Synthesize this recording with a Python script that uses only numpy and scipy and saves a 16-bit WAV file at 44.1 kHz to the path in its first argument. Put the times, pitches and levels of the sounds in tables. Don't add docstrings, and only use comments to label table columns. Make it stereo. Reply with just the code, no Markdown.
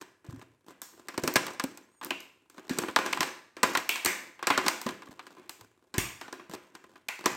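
import sys
import numpy as np
from scipy import signal
from scipy.fft import rfft, irfft
from scipy.io import wavfile
from scipy.ndimage import uniform_filter1d, map_coordinates

SR = 44100
rng = np.random.default_rng(int(sys.argv[2]) if len(sys.argv) > 2 else 0)


def bounce(signal):
    frames = np.transpose(np.atleast_2d(signal))
    limited = np.clip(frames, -1, 1)
    pcm = np.round(limited * 32767).astype(np.int16)
    wavfile.write(sys.argv[1], SR, pcm)


N = 324576

# start_s, crack_db, flex_db (re crack), treble_db (re crack), room_db (echo re direct)
FACET_SNAPS = [(0.0124, -46, -13, -4.5, -1.5), (0.244, -57, 0, -30, 5), (0.414, -47, -23, -15, -29),
               (0.8172, -40.5, -14.5, 7, -2.5), (1.0845, -35, -11.5, -4.5, -4), (1.142, -41, -12, -14, -8),
               (1.1773, -28, 0.5, -5, -13.5), (1.236, -32.5, 5, -0.5, -1.5), (1.276, -22, -5.5, -3.5, -8),
               (1.339, -48, -0.5, 16, -6), (1.3569, -15.5, -8, -5.5, -5.5),
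               (1.3636, -21, -14.5, -2.5, -12.5), (1.4662, -33, -10, -2.5, -20),
               (1.4804, -32, -10, -20, -10.5), (1.5969, -25.5, -17.5, -6, -8.5),
               (1.6384, -34, -0.5, 1, -11), (1.7732, -47, -21, 1, -9.5), (2.0126, -36.5, -19.5, -22, -3),
               (2.0349, -39, -10, -6.5, -12), (2.0468, -45, -1, 12, -8), (2.1059, -28.5, -7.5, -7.5, -5),
               (2.204, -48.5, -7.5, 2.5, -2), (2.4983, -54.5, -8, .5, -2.5), (2.5807, -42, -4.5, -13, -5.5),
               (2.6942, -32.5, -6, -4.5, 2.5), (2.7859, -27, -3, 1, -7), (2.8352, -30.5, -5, -33.5, -3.5),
               (2.8844, -28.5, -6.5, -28.5, -28.5), (2.9611, -13, -19, -8, -10.5),
               (2.988, -24, -11, -13, 1), (3.061, -28.5, -9.5, -6, 0.5), (3.128, -25, -19.5, -5.5, -8),
               (3.1721, -28, -16, -13, -3), (3.2061, -19.5, -15.5, -4.5, -3.5),
               (3.2294, -26.5, -18, -4.5, -11), (3.567, -38.5, -6.5, -11, -0.5),
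               (3.631, -14.5, -13, -5, -6.5), (3.6382, -23.5, -5.5, -21.5, -3),
               (3.7504, -17.5, -35, -12, -9.5), (3.773, -24, -21, -3, -5.5), (3.8915, -28, -14, 3.5, 0),
               (3.957, -31, -23, -4.5, 0), (4.0482, -29, -10.5, 6, -5.5), (4.0587, -22.5, -10.5, 0.5, 0.5),
               (4.392, -41, -21.5, -28, -2.5), (4.4269, -28.5, -14, -12, -4.5),
               (4.4701, -19, -14.5, -3.5, -5), (4.5022, -14.5, -14.5, -17, -5),
               (4.5765, -17.5, -11, -9, -5), (4.6625, -21, -9.5, -10, -4.5), (4.6817, -19, -27, -1.5, -6),
               (4.815, -39.5, -13, 3, -3), (4.864, -29, -2.5, -10, -2.5), (4.8885, -31.5, -6, -6.5, -16),
               (5.0208, -41, -28, -13, -17), (5.071, -48.5, -16, -28, -21), (5.113, -55, -16, -2, -22),
               (5.193, -37.5, -29, -14.5, -8.5), (5.2668, -44.5, -12.5, -7, -7),
               (5.3683, -50.5, -4.5, -20, 2.5), (5.4935, -39.5, -14.5, 2.5, -4),
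               (5.6096, -49.5, -10, -1.5, -21), (5.9409, -33.5, -7, -6.5, 1.5), (5.981, -28, -19, 4.5, 1.5),
               (6.2123, -35, -14, -8.5, -1.5), (6.28, -40.5, -9, -17, -30), (6.3262, -36.5, -5, -6, -3.5),
               (6.3966, -43.5, -6, -37, -2), (6.5486, -44.5, 0, -1, -19), (6.7504, -42.5, -8.5, -5.5, -6.5),
               (6.84, -48.5, -7, -11, -21), (6.9562, -46.5, -14, -17, -9), (7.0846, -32, -22, -2, -1),
               (7.24, -38, -9, -13, 7), (7.2582, -16.5, -9.5, -4, -7.5)]
# start_s, room_level_db, pitch_hz, direct_extra_db
DOME_POPS = [(2.106, -30, 2660, 4.5), (3.131, -34, 2620, 9), (3.893, -19.5, 2610, -3.5),
             (4.060, -18.5, 1990, -10), (4.503, -22, 2020, -11), (5.982, -22.5, 2180, -7),
             (7.086, -27.5, 2120, -3)]
# start_s, end_s, crackle_db (before the rub gains in tray)
FINGER_RUBS = [(0, .028, -45), (.245, .43, -54), (.658, .73, -51), (.913, 1.16, -57.5), (1.19, 1.338, -45),
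               (1.451, 1.559, -46), (1.645, 1.845, -56.5), (2.02, 2.087, -43.5), (2.541, 2.682, -55),
               (2.718, 2.92, -43), (2.989, 3.318, -43.5), (3.657, 3.809, -39.5), (4.19, 4.30, -54),
               (4.505, 4.727, -44), (4.869, 4.943, -47), (4.984, 5.474, -57), (5.588, 5.657, -59),
               (5.834, 5.942, -74), (6.187, 6.425, -61.5), (6.491, 6.554, -41), (6.575, 7.03, -63.5),
               (7.19, 7.252, -48), (7.281, 7.351, -40)]
# start_s, level_db (before envelope and lean), pitch_hz, t60_s
SOFT_KNOCKS = [(.286, -27, 121, 0.058), (0.324, -38, 103, 0.14), (.335, -32.5, 264, 0.071),
               (0.371, -39, 115, .14), (1.233, -22, 164, 0.036), (1.357, -30.5, 129, 0.13),
               (1.64, -14, 270, 0.032), (2.708, -13.5, 251, 0.04), (3.194, -31, 170, .05),
               (4.059, -37, 98, 0.057), (4.861, -21.5, 227, 0.058), (5.093, -24.5, 245, 0.011),
               (5.611, -52, 107.7, 0.17), (5.982, -7, 310, 0.014), (5.979, -14.5, 105.6, 0.041),
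               (5.982, -41, 56, 0.29), (6.495, -33, 194, 0.045), (7.258, -20, 204, 0.028)]
# time_s, lower_hz, upper_hz, level_db (before flutter and partial gains)
SQUEAK_GLIDE = [(1.829, 6050, 7200, -61), (1.888, 6440, 8100, -78), (1.93, 6800, 8550, -68),
                (1.965, 6870, 8700, -65), (2.005, 6550, 8300, -62)]
# freq_hz, gain_db
FLEX_COLOUR = [(40, -37.5), (80, -20), (140, -15.5), (200, -6.5), (280, -1), (355, 1), (430, -5.5),
               (600, -10), (1200, -39)]
# freq_hz, gain_db
CRACK_COLOUR = [(250, -28.5), (480, -8), (640, -5), (800, -1.5), (1030, 5), (1280, 0.5), (1550, 2),
                (2300, -2.5), (3200, -6.5), (4200, -14), (6000, -37.5)]
# freq_hz, gain_db
TREBLE_COLOUR = [(2500, -19), (4000, 0), (6500, 1.5), (8500, 1), (9500, -12), (11000, -8.5), (12300, -4.5),
                 (15300, -10.5), (16500, -17)]
# freq_hz, width_hz, gain_db (re plain sound)
BODY_MODES = [(362, 22, -8.5), (524.3, 14, -5), (643, 6.9, 2.5), (735, 7.2, -5), (840, 48, -9),
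              (1018.5, 30, -4), (1190, 50, -10.5), (1419, 18, -8), (1653, 34, -5.5), (2080, 6.7, -7),
              (2410, 270, -10), (2680, 30, -9.5)]
# freq_hz, t60_s
ROOM_DECAY = [(100, 0.56), (300, 0.45), (800, 0.53), (2000, 0.54), (5000, 0.5), (13000, 0.42)]
# freq_hz, gain_db
ROOM_COLOUR = [(50, -7.5), (160, -2.5), (330, -0.5), (520, -0.5), (1000, -3), (2300, 0), (5000, -0.5),
               (8000, -1.5), (14000, -2.5)]
# freq_hz, gain_db
AIR_COLOUR = [(25, -8), (100, 12.5), (350, -3.5), (1000, -4), (3000, -21), (8000, -14), (10000, -13),
              (16000, -29.5)]

CREASE_MS, HALVING_DB, LONGEST_MS = 2.38, 9.5, 3.6
FACET_HZ, OCTAVE_DB, LOWEST_FACET_HZ = 2330, 11, 1110
RUSTLE_EVEN_DB, RUSTLE_GROWTH = -66.5, 0.94
FIZZ_DB, FIRM_DB, FIZZ_GROWTH = -5, -42, 0.11
HOLD_DB = -71
BODY_DB = -0.5
PORT_LAG_S = 0.0002164
TOP_HZ = 16250
HZ = np.maximum(np.fft.rfftfreq(1024, 1 / SR), 1)


def undb(db):
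    return 10 ** (np.asarray(db) / 20)


def along(points, hz):
    point_hz, value = np.transpose(points)
    return np.interp(np.log(np.maximum(hz, 1)), np.log(point_hz), value)


def colour(x, db):
    cepstrum = irfft(np.log(undb(db)))
    half = len(cepstrum) // 2
    cepstrum[1:half] *= 2
    cepstrum[half + 1:] = 0
    impulse = irfft(np.exp(rfft(cepstrum)))
    return signal.fftconvolve(x, impulse[None], axes=1)[:, :x.shape[1]]


def resonance(hz, q):
    return -10 * np.log10(1 + (q * (HZ / hz - hz / HZ)) ** 2)


def level(x, db, seconds):
    rms = np.sqrt(np.sum(x ** 2) / (2 * seconds * SR) + 1e-20)
    return x * undb(db) / rms


def ports(size, apart):
    apart = np.clip(apart, 0, 1)
    common = np.sqrt(1 - apart) * rng.standard_normal(size)
    return common + np.sqrt(apart) * rng.standard_normal((2, size))


def burst(t, decay_ms, rise_ms):
    ms = t * 1000
    return (1 - np.exp(-ms / rise_ms)) * np.exp(-ms / decay_ms)


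def add(out, start_s, x):
    i = int(np.clip(start_s * SR, 0, N - 1))
    out[:, i:i + x.shape[1]] += x[:, :N - i]


def facet_shape(treble_db):
    length_ms = min(CREASE_MS * 2 ** (-treble_db / HALVING_DB), LONGEST_MS)
    ring_hz = max(FACET_HZ * 2 ** (treble_db / OCTAVE_DB), LOWEST_FACET_HZ)
    return length_ms, ring_hz


def snap(crack_db, flex_db, treble_db, length_ms, ring_hz, ring_db=-7, ring_q=6, ring_ms=4.1,
         flex_ms=5.6, tilt=0.67, lumpy_db=4):
    size, span_s = 2048, .01
    t = np.arange(size) / SR
    fits = np.clip(rng.standard_normal(size // 16), -2, 2)
    lumps = undb(lumpy_db * np.repeat(fits, 16))

    folds = ports(size, apart=.6) * lumps * burst(t, length_ms, rise_ms=.15)
    sharpness_db = np.clip(treble_db + 1.5, -10, 14)
    top_db = tilt * sharpness_db * np.log2(np.maximum(HZ, 4000) / 7000)
    treble = colour(folds, along(TREBLE_COLOUR, HZ) + top_db)

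    sheet = ports(size, apart=0.53) * lumps * burst(t, ring_ms + 1.5 * length_ms, rise_ms=.25)
    crack = colour(sheet, along(CRACK_COLOUR, HZ))
    ring = ports(size, apart=0.64) * burst(t, ring_ms, rise_ms=0.26)
    facet = colour(ring, resonance(ring_hz, ring_q))
    bend = ports(size, apart=0.18) * burst(t, flex_ms, rise_ms=1.0)
    flex = colour(bend, along(FLEX_COLOUR, HZ))

    mix = level(crack, -1.44, span_s) + level(facet, ring_db, span_s)
    mix = mix + level(treble, treble_db, span_s) + level(flex, flex_db + .5, span_s)
    return undb(crack_db) * mix


def pop(level_db, hz, q=2.3, decay_ms=2.1):
    t = np.arange(1024) / SR
    flip = ports(len(t), apart=1.0) * burst(t, decay_ms, rise_ms=.3)
    return level(colour(flip, 2 * resonance(hz, q)), level_db, .01)


def rub(seconds, crackle_db, rustle_db, fizz_db, rate_hz=160, spread_db=5.0, grain_ms=2.2):
    size = int(max(seconds, .02) * SR)
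    span_s = size / SR
    t = np.arange(size + 1024) / SR
    hits = rng.random(size) < rate_hz / SR
    jerks = hits * undb(spread_db * np.minimum(rng.exponential(size=size), 2.8))
    grip = signal.fftconvolve(jerks, burst(t, grain_ms, rise_ms=0.11))[:len(t)]
    grip[:size] += .18 * signal.windows.tukey(size, .5)

    crackle = colour(ports(len(t), apart=0.078) * grip, along(CRACK_COLOUR, HZ))
    fizz = colour(ports(len(t), apart=1.0) * grip, along(TREBLE_COLOUR, HZ))
    rustle = colour(ports(len(t), apart=0.3) * grip, along(FLEX_COLOUR, HZ))
    mix = level(crackle, crackle_db, span_s) + level(fizz, crackle_db + fizz_db, span_s)
    return mix + level(rustle, rustle_db, span_s)


def stroke(seconds, crackle_db):
    rustle_db = RUSTLE_EVEN_DB + RUSTLE_GROWTH * (crackle_db - RUSTLE_EVEN_DB)
    fizz_db = FIZZ_DB + FIZZ_GROWTH * (crackle_db - FIRM_DB)
    return rub(seconds, crackle_db, rustle_db, fizz_db)


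def knock(level_db, hz, t60_s, contact_ms=2.1):
    t = np.arange(SR // 5) / SR
    decay_ms = t60_s * 1000 / np.log(1000)
    swing = np.sin(2 * np.pi * hz * t) * burst(t, decay_ms, contact_ms)
    lean_db = 11 * np.clip(np.log2(170 / hz), 0, 2)
    return undb(level_db + np.array([[lean_db], [-lean_db]]) / 2) * swing


def tray(outward, rub_db=-3.0, rub_room_db=-5, knock_room_db=-9):
    out = np.zeros((2, N))
    for start_s, crack_db, flex_db, treble_db, room_db in FACET_SNAPS:
        facet = snap(crack_db, flex_db, treble_db, *facet_shape(treble_db))
        add(out, start_s, facet * undb(outward * room_db))
    for start_s, level_db, hz, direct_extra_db in DOME_POPS:
        add(out, start_s, pop(level_db + (1 - outward) * direct_extra_db, hz))
    for start_s, level_db, hz, t60_s in SOFT_KNOCKS:
        add(out, start_s, knock(level_db + outward * knock_room_db, hz, t60_s))
    for start_s, end_s, crackle_db in [*FINGER_RUBS, (0, N / SR, HOLD_DB)]:
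        add(out, start_s, stroke(end_s - start_s, crackle_db) * undb(rub_db + outward * rub_room_db))
    return out


def body(x):
    rings = 0
    for hz, width_hz, gain_db in BODY_MODES:
        b, a = signal.iirpeak(hz, hz / width_hz, fs=SR)
        rings = rings + undb(gain_db) * signal.lfilter(b, a, x)
    return undb(BODY_DB) * (x + rings)


def squeak(waver=.06, flutter_db=3):
    t = np.arange(N) / SR
    time_s, *columns = np.transpose(SQUEAK_GLIDE)
    lower_hz, upper_hz, level_db = (np.interp(t, time_s, column) for column in columns)
    slip = 1 + waver * uniform_filter1d(rng.standard_normal(N), size=100)
    grip = np.interp(t, np.arange(800) / 100, np.clip(rng.standard_normal(800), -2, 1))
    tones = 0
    for hz, gain in ((lower_hz, .35), (upper_hz, .55), (2 * lower_hz, .08)):
        tones = tones + gain * np.sin(2 * np.pi * np.cumsum(hz * slip) / SR)
    sounding = (t > time_s[0]) * (t < time_s[-1])
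    return tones * undb(level_db + flutter_db * grip) * sounding


def room(x, first_ms=3.3, alike_hz=750):
    t = np.arange(32768) / SR
    hz = np.fft.rfftfreq(len(t), 1 / SR)
    alike = 1 / (1 + (hz / alike_hz) ** 4)
    mid, side = rfft(rng.standard_normal((2, len(t))))
    field = mid * np.sqrt(1 + alike) + np.array([[1], [-1]]) * side * np.sqrt(1 - alike)
    field = field * undb(along(ROOM_COLOUR, hz))
    edges_hz = 30 * 2 ** np.arange(0, 10, .5)
    tail = 0
    for low_hz, high_hz in zip(edges_hz, edges_hz[1:]):
        fade = np.log(1000) / along(ROOM_DECAY, np.sqrt(low_hz * high_hz))
        band = irfft(field * (hz >= low_hz) * (hz < high_hz))
        tail = tail + band * np.exp(-fade * t) * np.sqrt(fade / SR)
    onset = 1 - np.exp(-(t * 1000 / first_ms) ** 2)
    mono = x.mean(axis=0)[None]
    return signal.oaconvolve(mono, tail * onset, axes=1)[:, :N]


def still_air(air_db):
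    return level(colour(ports(N, apart=0.78), along(AIR_COLOUR, HZ)), air_db, N / SR)


def scene(room_db=0.5, air_db=-77, beams=4):
    left, right = tray(outward=0)
    right = map_coordinates(right, [np.arange(N) - PORT_LAG_S * SR], order=5)
    echo = sum(room(tray(outward=1)) for _ in range(beams)) / np.sqrt(beams)
    rung = body(np.array([left, right]) + undb(room_db) * echo)
    return rung + squeak() + still_air(air_db)


def record(dry, low_hz=44):
    thin = signal.sosfilt(signal.butter(3, low_hz, "high", fs=SR, output="sos"), dry)
    rounded = np.tanh(thin)
    return signal.sosfilt(signal.ellip(8, .2, 70, TOP_HZ, fs=SR, output="sos"), rounded)


dry = scene()
out = record(dry)
bounce(out)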